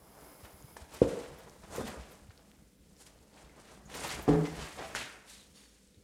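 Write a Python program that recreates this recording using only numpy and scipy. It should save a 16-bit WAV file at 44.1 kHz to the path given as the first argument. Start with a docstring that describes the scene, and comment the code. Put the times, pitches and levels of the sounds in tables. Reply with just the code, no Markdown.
"""Heavy case pushed round on a table

A heavy metal case is pushed round on a cloth-covered table in a small hard room, close up and nearly mono.
Feet and hands rub over cloth and metal: showers of tiny random slips, coloured and swelling with each shove.
Padded knocks ring the case and the table top, soft pushes rock the table, and small parts tick.
Short bursts of noise round one pitch go from low rings to broad rubs; a low rumble, a hum and a hiss lie below."""
import sys
import numpy as np
from scipy import signal
from scipy.fft import rfft, irfft
from scipy.io import wavfile

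SR = 44100
rng = np.random.default_rng(int(sys.argv[2]) if len(sys.argv) > 2 else 0)


def volts_from_db(level):
    """Convert decibel levels to linear amplitude ratios."""
    exponent = np.asarray(level, float) / 20
    return 10 ** exponent


def transcribe(signal):
    """Save signal, clipped to [-1, 1], as a 16-bit WAV file at the path in sys.argv[1]."""
    frames = np.atleast_2d(signal).T
    limited = np.clip(frames, -1, 1)
    pcm = np.round(limited * 32767).astype(np.int16)
    wavfile.write(sys.argv[1], SR, pcm)


N = 265923   # length in samples, about 6 s


def rms_one(x):
    """Scale a sound to an average (rms) level of 1."""
    return x / np.sqrt(np.mean(x ** 2) + 1e-20)


def band(x, low_hz, high_hz):
    """Keep only the part of a sound between two pitches."""
    sos = signal.butter(2, [low_hz, min(high_hz, .45 * SR)], "band", fs=SR, output="sos")
    return signal.sosfilt(sos, x)


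def in_time(rows):
    """Join the rows of a table (seconds first) by straight lines, one curve for each other column."""
    s, *columns = np.transpose(rows)
    return [np.interp(np.arange(N) / SR, s, column) for column in columns]


def colour(x, spectrum):
    """Shape a steady stream by a spectrum, then set its rms to 1."""
    hz = np.maximum(np.arange(N // 2 + 1) * SR / N, 1)
    point_hz, point_db = np.transpose(spectrum)
    gain_db = np.interp(np.log(hz), np.log(point_hz), point_db)
    return rms_one(irfft(rfft(x) * volts_from_db(gain_db), N))


def drift(rate_hz):
    """Slow random wandering of spread 1: noise smoothed twice, made at every 40th sample."""
    r = np.exp(-80 * np.pi * rate_hz / SR)
    noise = rng.standard_normal(N // 40 + 2002)
    slow = signal.lfilter([1], [1, -2 * r, r * r], noise)[2000:]   # skip the settling
    return np.interp(np.arange(N) / 40, np.arange(len(slow)), rms_one(slow))


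def ring(x, hz, t60):
    """A resonance: a unit click starts a sine of height 1 that dies by 60 dB in t60 seconds."""
    r, w = volts_from_db(-60 / (t60 * SR)), 2 * np.pi * hz / SR
    return signal.lfilter([0, np.sin(w)], [1, -2 * r * np.cos(w), r * r], x + 1e-18)


def friction(spectrum, level_db, per_s, grain_db, flicker_db, flicker_hz):
    """Fibres catch and let go: dense slips of uneven size, in a stream whose level flickers."""
    sizes = volts_from_db(grain_db * np.minimum(rng.exponential(1, N), 4)) * rng.choice([-1, 1], N)
    slips = sizes * (rng.random(N) < per_s / SR)
    return volts_from_db(level_db + flicker_db * drift(flicker_hz)) * colour(slips, spectrum)


def swells(peak_s, swell_s, fade_s, level_db):
    """Power of events that rise to a peak and fade, both evenly in dB."""
    step_db = 12.0   # rise during swell_s, and fall during fade_s
    t, power = np.arange(0, N + 64, 64) / SR, 0
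    for s, up, down, db in np.broadcast(peak_s, swell_s, fade_s, level_db):
        steps_away = np.maximum((s - t) / max(up, .002), (t - s) / max(down, .002))
        power = power + volts_from_db(db - step_db * steps_away) ** 2
    return np.interp(np.arange(N) / SR, t, power)


def struck(modes, force):
    """All modes (ways of ringing) of one body answer the same force; peak 1."""
    sound = sum(np.sign(sign) * volts_from_db(db) * ring(force, hz, t60) for hz, db, t60, sign in modes)
    return sound / np.abs(sound).max()


def background():
    """Room air and microphone hiss as coloured noise, and hum as noise through narrow resonances."""
    # Colour of the air and hiss. Each row: pitch in Hz, strength in dB per Hz (relative).
    air_colour = [(18, -33.5), (30, 19.5), (59, -22.5), (106, -8), (199, 4.5), (355, -0.5), (486, 5.5),
                  (988, -31.5), (1320, -36.5), (2900, -13), (8300, -18), (14800, -28.5), (16000, -26.5)]
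    # Distant machinery. Each row: pitch in Hz, rough width in Hz, level in dB.
    hum = [(55.9, 3.6, -72), (200.7, 15, -69.5), (295, 30, -74.5), (478, 45, -83.5)]
    air_db, wander_db, wander_hz = -69.5, 2.0, 2.3
    out = volts_from_db(air_db + wander_db * drift(wander_hz)) * colour(rng.standard_normal(N), air_colour)
    for hz, width, db in hum:
        out = out + volts_from_db(db) * rms_one(ring(rng.standard_normal(N), hz, 1.5 / width))
    return out


def room(x):
    """A diffuse tail that builds up over the first reflections and dies band by band."""
    # Dying away in the room. Each row: band in Hz, time to fall by 60 dB in seconds.
    decay = [(90, 0.28), (250, 0.52), (700, 0.67), (2000, 0.74), (6000, .3)]
    t, tail = np.arange(SR) / SR, 0
    for hz, t60 in decay:
        tail = tail + band(rng.standard_normal(SR), hz / 1.684, hz * 1.305) * volts_from_db(-60 * t / t60)
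    tail = tail * (1 - np.exp(-(t / .012) ** 2))   # build-up
    return signal.fftconvolve(x, 3.23 * rms_one(tail) / np.sqrt(SR))[:N]


def thumps():
    """A slow push: two or three cycles of the table on its legs."""
    # Soft pushes that rock the table. Each row: start in seconds, peak level in dB, pitch in Hz.
    pushes = [(0.43, -45.5, 82.5), (.53, -51, 80), (.64, -44.5, 129), (0.811, -45, 71), (1.69, -49, 70),
              (1.799, -39, 70.5), (2.285, -45.5, 88.5), (3.2, -58, 68.6), (4.039, -51, 70), (4.09, -70, 70),
              (4.191, -45, 55), (5.971, -52.5, 91)]
    out, t = np.zeros(N), np.arange(SR // 5) / SR
    for s, db, hz in pushes:
        at, cycles = round(s * SR), t * hz
        push = 6.3 * cycles * np.exp(-cycles / 0.5) * np.sin(2 * np.pi * cycles)   # peak near 1
        out[at:at + len(t)] += (volts_from_db(db) * push)[:N - at]
    return out


def ticks():
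    """A sharp click into one short resonance, with a broad crack on top; returns sound and room send."""
    # Small hard contacts. Each row: start in seconds, level of the ring in dB, pitch in Hz,
    # time to fall by 60 dB in seconds, send to the room in dB.
    contacts = [(.6245, -47, 6760, 0.0066, -25.5), (0.768, -39, 1730, 0.018, -30),
                (0.7678, -37, 900, 0.016, -17.5), (1.0882, -46, 7500, .003, -18),
                (1.1907, -40, 7500, 0.0037, -23.5), (1.497, -37, 6000, 0.0014, -34),
                (1.762, -32.5, 7000, 0.0054, -30), (2.3072, -44, 1500, .005, -20),
                (2.2975, -52, 4300, .004, -20), (2.377, -41, 4500, .002, -20),
                (2.5162, -44, 3000, .0015, -20), (2.9662, -49, 5600, .004, -18),
                (3.0664, -43, 3200, .003, -18), (3.189, -52.5, 4200, 0.0032, -16.5),
                (3.3426, -48, 4500, .003, -22), (3.496, -50, 2160, 0.0075, -14),
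                (3.5994, -48, 5000, 0.0022, -27), (3.901, -40, 2000, 0.0028, -19),
                (3.9418, -33.5, 2970, 0.0019, -25.5), (4.2805, -34.5, 5000, .002, -16.5),
                (4.454, -40.5, 5800, 0.0036, -7.5), (4.787, -37, 2500, 0.0025, -5),
                (4.9503, -20, 1600, .007, -25), (4.9506, -30, 6800, .005, -16),
                (4.957, -31, 3500, .002, -10), (4.964, -28, 1450, 0.0023, -9),
                (5.875, -56, 8000, 0.0061, -16.5), (5.945, -56.5, 3800, 0.011, -18)]
    direct, sent, click = np.zeros(N), np.zeros(N), np.zeros(2000)
    click[0] = 1
    for s, db, hz, t60, room_db in contacts:
        crack = rng.standard_normal(2000) * np.exp(-np.arange(2000) / SR / 0.00023)
        sound = volts_from_db(db) * (ring(click, hz, max(t60, .001)) + 0.19 * band(crack, 1500, 11000))
        at = round(s * SR)
        direct[at:at + 2000] += sound
        sent[at:at + 2000] += volts_from_db(room_db) * sound
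    return direct, sent


def noise_bursts():
    """Noise twice through one resonance, under a quick swell and fade."""
    # Short bursts of noise round one pitch, from a low ring or narrow squeak to a broad rub.
    # Each row: start in seconds, length in seconds, pitch in Hz,
    # width of each resonance in Hz, level before the swell and fade in dB.
    bursts = [(1.775, .16, 231, 40, -45), (1.795, 0.1, 3560, 300, -60), (4.04, .04, 910, 320, -43),
              (4.105, .045, 2100, 85, -49), (4.09, 0.019, 4160, 340, -45), (4.451, 0.048, 2015, 150, -51.5),
              (4.815, 0.069, 652, 22, -49.5), (4.811, 0.063, 784, 44, -50), (3.855, .025, 6700, 980, -62),
              (4.953, .13, 3030, 2700, -45.5), (5.274, 0.2, 3970, 1800, -59.5),
              (5.541, .13, 4100, 2110, -68)]
    out = np.zeros(N)
    for s, length_s, hz, width, db in bursts:
        at, size = round(s * SR), round(length_s * SR)
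        t60 = np.log(1000) / (np.pi * width)
        tone = ring(ring(rng.standard_normal(SR // 2), hz, t60), hz, t60)[-size:]
        swell = np.sqrt(np.sin(np.pi * np.linspace(0, 1, size) ** 0.43).clip(0))
        out[at:at + size] += volts_from_db(db) * rms_one(tone) * swell
    return out


def sleeve_slide():
    """A sleeve slides slowly over the lid, then drops to a faint remainder: very dense small slips."""
    # Loudness of the slide. Each row: time in seconds, level in dB.
    course = [(0, -68.5), (.3, -62.5), (.6, -65.5), (.75, -65), (.8, -75), (6.03, -91)]
    # Its colour. Each row: pitch in Hz, strength in dB per Hz (relative).
    slide_colour = [(880, -29), (1500, -49.5), (1920, -20.5), (2100, 12.5), (2590, -5.5), (3480, 2.5),
                    (3810, -26), (5070, 11), (6630, -29.5), (9280, 4), (11000, 11.5), (12000, 4.5),
                    (15100, 8), (16000, -4)]
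    return friction(slide_colour, in_time(course)[0], 20000, 1.5, 0.99, 5.5)


def skin_stroke():
    """Skin dragged over brushed metal sings in narrow bands: one noise through several resonances."""
    # Loudness of the stroke. Each row: time in seconds, level in dB.
    course = [(0, -96), (5.52, -92), (5.56, -63), (5.64, -66.5), (5.67, -67.5), (5.8, -80), (6.03, -82)]
    # Singing bands. Each row: pitch in Hz, rough width in Hz, level in dB (relative).
    bands = [(3700, 400, -2), (4550, 350, 0), (5500, 450, -3), (6700, 400, -2), (9400, 300, -2)]
    noise = rng.standard_normal(N)
    song = sum(volts_from_db(db) * rms_one(ring(noise, hz, 3.4 / width)) for hz, width, db in bands)
    return volts_from_db(in_time(course)[0]) * rms_one(song)


def rubbing():
    """Rubbing contacts from heavy to fine: a slowly changing background of handling, with shoves on top."""
    # Colours from heavy to fine. 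Each row: pitch in Hz, strength in dB per Hz (relative).
    shake_colour = [(15, -54.5), (25, 0.5), (75, -0.5), (108, -12), (140, -1.5), (250, -15), (320, -42.5),
                    (550, -120)]
    drag_colour = [(59, -27), (100, -11), (199, 0.5), (257, 0), (336, 3), (650, 1.5), (829, 0.5),
                   (1380, -5.5), (2500, -19.5), (3250, -60), (5500, -120)]
    rub_colour = [(410, -3.5), (700, -7.5), (775, 0.5), (1020, -1), (1810, 3), (2280, 2), (3160, 0.5),
                  (8000, -11), (10400, -58), (17600, -120)]
    rustle_colour = [(2350, -25), (4000, -4.5), (5400, -2), (5900, -1.5), (6950, -1), (8940, -0.5),
                     (11500, -8.5), (15000, -48.5), (22000, -120)]
    crisp_colour = [(6470, -29), (11000, -11.5), (13100, -9), (15100, -14.5), (16000, -20.5)]
    # The slowly changing background of handling. Each row: time in seconds, table shake in dB,
    # drag of the feet in dB, fine rustle in dB.
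    slow_handling = [(0, -61.5, -64, -73.5), (.25, -67.5, -59, -68.5), (.7, -61.5, -64, -70),
                     (.88, -67, -70, -75), (1.3, -72.5, -57, -68.5), (1.6, -62.5, -64, -69),
                     (2.1, -61.5, -68, -73.5), (2.45, -65.5, -69.5, -71.5), (2.75, -70, -80, -77),
                     (3.1, -65, -69, -72.5), (3.5, -68.5, -71.5, -75), (3.85, -63, -62.5, -72.5),
                     (4.4, -48.5, -51, -62), (4.9, -65, -57, -60), (5.25, -71, -67, -76),
                     (6.03, -82, -95, -75.5)]
    # Shoves over the cloth. Each row: peak in seconds, swell in seconds, fade in seconds,
    # drag in dB, rub in dB, rustle in dB.
    shoves = [(.17, 0.021, 0.27, -57, -72, -70), (.45, 0.022, .04, -54, -58.5, -72),
              (.768, 0.0041, .02, -48, -56, -54.5), (.82, 0.033, .04, -66, -58.5, -62.5),
              (.95, 0.052, 0.18, -55, -54, -55.5), (1.023, 0.01, .06, -41.5, -48, -57),
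              (1.09, .02, 0.17, -46, -52.5, -56.5), (1.2, 0.041, 0.14, -54, -55, -60),
              (1.39, 0.058, 0.13, -59.5, -62, -72), (1.64, 0.024, 0.035, -55.5, -60.5, -84),
              (1.761, 0.05, 0.056, -43.5, -48.5, -49), (1.81, 0.024, 0.03, -39.5, -52.5, -49),
              (1.873, 0.031, 0.081, -44, -49, -51.5), (2.01, 0.11, 0.15, -53.5, -59, -68),
              (2.12, 0.052, 0.082, -65, -64.5, -63), (2.31, 0.013, 0.028, -64, -65, -82),
              (3.015, .03, 0.025, -63, -61, -57), (3.069, .02, 0.034, -58.5, -62, -60.5),
              (3.39, 0.063, 0.12, -58, -62, -67.5), (3.6, 0.047, 0.04, -57, -67, -66.5),
              (3.72, 0.11, 0.08, -58.5, -59.5, -62.5), (3.901, 0.01, 0.055, -53.5, -53.5, -59),
              (3.954, 0.029, 0.17, -47.5, -46, -49.5), (4.05, 0.049, 0.1, -45, -42, -45.5),
              (4.115, 0.046, 0.082, -46, -40.5, -47), (4.198, 0.047, 0.011, -41.5, -65, -66),
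              (4.288, 0.011, 0.14, -34, -48, -55), (4.465, 0.026, 0.028, -48.5, -44.5, -57.5),
              (4.629, 0.11, 0.14, -50, -46.5, -56), (4.789, .02, 0.19, -47.5, -48.5, -83.5),
              (4.955, 0.01, 0.12, -50.5, -40, -47), (5.3, 0.034, 0.13, -80, -59.5, -54),
              (5.59, 0.11, 0.24, -84.5, -67.5, -65)]
    # Brief flares of the very top of the treble. Each row: peak in seconds, level in dB.
    flares = [(.45, -63.5), (.945, -57.5), (1.39, -62.5), (1.765, -52), (1.88, -57), (2.12, -61),
              (3.955, -55), (4.08, -54), (4.228, -53.5)]
    slow_rub_db, slow_crisp_db = -2, -9.5   # beside the rustle of the slow handling
    shove_shake_db, shove_crisp_db = -7.5, -13.5   # beside the shove's drag, and beside its rustle
    flare_swell_s, flare_fade_s = .015, .02

    slow_shake_db, slow_drag_db, slow_rustle_db = in_time(slow_handling)
    *shape, drag_db, rub_db, rustle_db = np.transpose(shoves)
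    flare_s, flare_db = np.transpose(flares)
    # powers of the shoves
    drag, rub, rustle = (swells(*shape, db) for db in (drag_db, rub_db, rustle_db))
    shake = volts_from_db(shove_shake_db) ** 2 * drag
    crisp = volts_from_db(shove_crisp_db) ** 2 * rustle + swells(flare_s, flare_swell_s, flare_fade_s, flare_db)

    def total_db(slow_db, power):
        """Add the powers of slow handling and brief events."""
        return 10 * np.log10(volts_from_db(slow_db) ** 2 + power)

    # after the level: slips per second, unevenness in dB, flicker in dB, flicker rate in Hz
    return (friction(shake_colour, total_db(slow_shake_db, shake), 190, 1.0, 4.1, 11)
            + friction(drag_colour, total_db(slow_drag_db, drag), 1800, 2.7, 1.9, 16.7)
            + friction(rub_colour, total_db(slow_rustle_db + slow_rub_db, rub), 6000, 1.17, 1.5, 44)
            + friction(rustle_colour, total_db(slow_rustle_db, rustle), 9000, 3.4, 1.7, 37)
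            + friction(crisp_colour, total_db(slow_rustle_db + slow_crisp_db, crisp), 11000, 3.0, 0.93, 30))


def knocks():
    """Cloth pads each blow to a rounded push, which rings the body; returns sound and room send."""
    # Sheet-metal case, damped by the hand. Each row: pitch in Hz, level in dB (relative),
    # time to fall by 60 dB in seconds, sign of the first swing.
    case_modes = [(67, -10.5, 0.075, -1), (109, -9.5, .08, -1), (180.6, -18.5, .08, -1), (295, -8, 0.1, 1),
                  (397, -4, 0.042, 1), (337, -12.5, 0.15, -1), (479, 5, 0.054, 1), (520, -11.5, 0.12, 1),
                  (715, -25.5, 0.47, 1), (856, -22, .15, 1), (1070, -18.5, 0.14, 1)]
    # Wooden table top; close modes of opposite sign beat slowly. Each row: pitch in Hz,
    # level in dB (relative), time to fall by 60 dB in seconds, sign of the first swing.
    table_modes = [(153.5, -5, .5, 1), (163, -6, .5, -1), (285, -2, .2, 1), (306, -2, .25, -1),
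                   (55, -14, .3, 1), (118, -8, .06, -1), (340, -7, .2, 1), (430, -3, .2, -1),
                   (565, -10, .15, 1), (725, -14, .15, -1), (810, -13, .15, 1), (1025, -16, .1, -1),
                   (1250, -20, .06, 1), (235, -8, .2, 1)]
    # Padded blows on the case. Each row: start in seconds, peak level in dB,
    # contact cut-off in Hz (lower is softer), send to the room in dB.
    case_blows = [(.765, -47.5, 1500, -25), (1.017, -7, 615, -26.5), (1.051, -25.5, 600, -13),
                  (1.131, -28, 694, -20), (1.782, -24.5, 900, -25.5), (1.797, -32, 500, -26),
                  (1.81, -39, 500, -19), (3.915, -44.5, 800, -9.5), (4.031, -48, 900, -20),
                  (4.2790, -21, 1300, -21), (4.2915, -18, 1200, -21), (4.791, -59, 1000, -18)]
    # Padded blows on the table top. Each row: start in seconds, peak level in dB,
    # contact cut-off in Hz, send to the room in dB.
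    table_blows = [(4.2786, -15.5, 1285, -16), (4.801, -53, 800, -34)]
    direct, sent, click = np.zeros(N), np.zeros(N), np.zeros(SR)
    click[0] = 1
    for modes, blows in ((case_modes, case_blows), (table_modes, table_blows)):
        for s, db, cut_hz, room_db in blows:
            force = signal.sosfilt(signal.butter(3, cut_hz, fs=SR, output="sos"), click + 1e-18)
            sound = volts_from_db(db) * struck(modes, force)
            at = round(s * SR)
            direct[at:at + SR] += sound[:N - at]
            sent[at:at + SR] += volts_from_db(room_db) * sound[:N - at]
    return direct, sent


def scene():
    """Everything reaches both channels alike, except a faint treble hiss of opposite sign in each."""
    knock, knock_sent = knocks()
    tick, tick_sent = ticks()
    rubbed = rubbing() + sleeve_slide() + skin_stroke() + noise_bursts()
    echo = room(knock_sent + tick_sent + volts_from_db(-26) * rubbed)
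    mid = knock + tick + thumps() + rubbed + echo + background()
    side = volts_from_db(-90.5) * rms_one(band(rng.standard_normal(N), 4500, 9000))
    return np.array([mid + side, mid - side])


def low_pass(x):
    """Removes everything above the highest recorded frequency."""
    return signal.sosfilt(signal.butter(12, 16340, fs=SR, output="sos"), x)


def record(dry):
    """The microphone drops the deepest bass steeply, below 45 Hz."""
    x = signal.sosfilt(signal.butter(3, 45, "high", fs=SR, output="sos"), dry)
    return low_pass(x)


dry = scene()
out = record(dry)
transcribe(out)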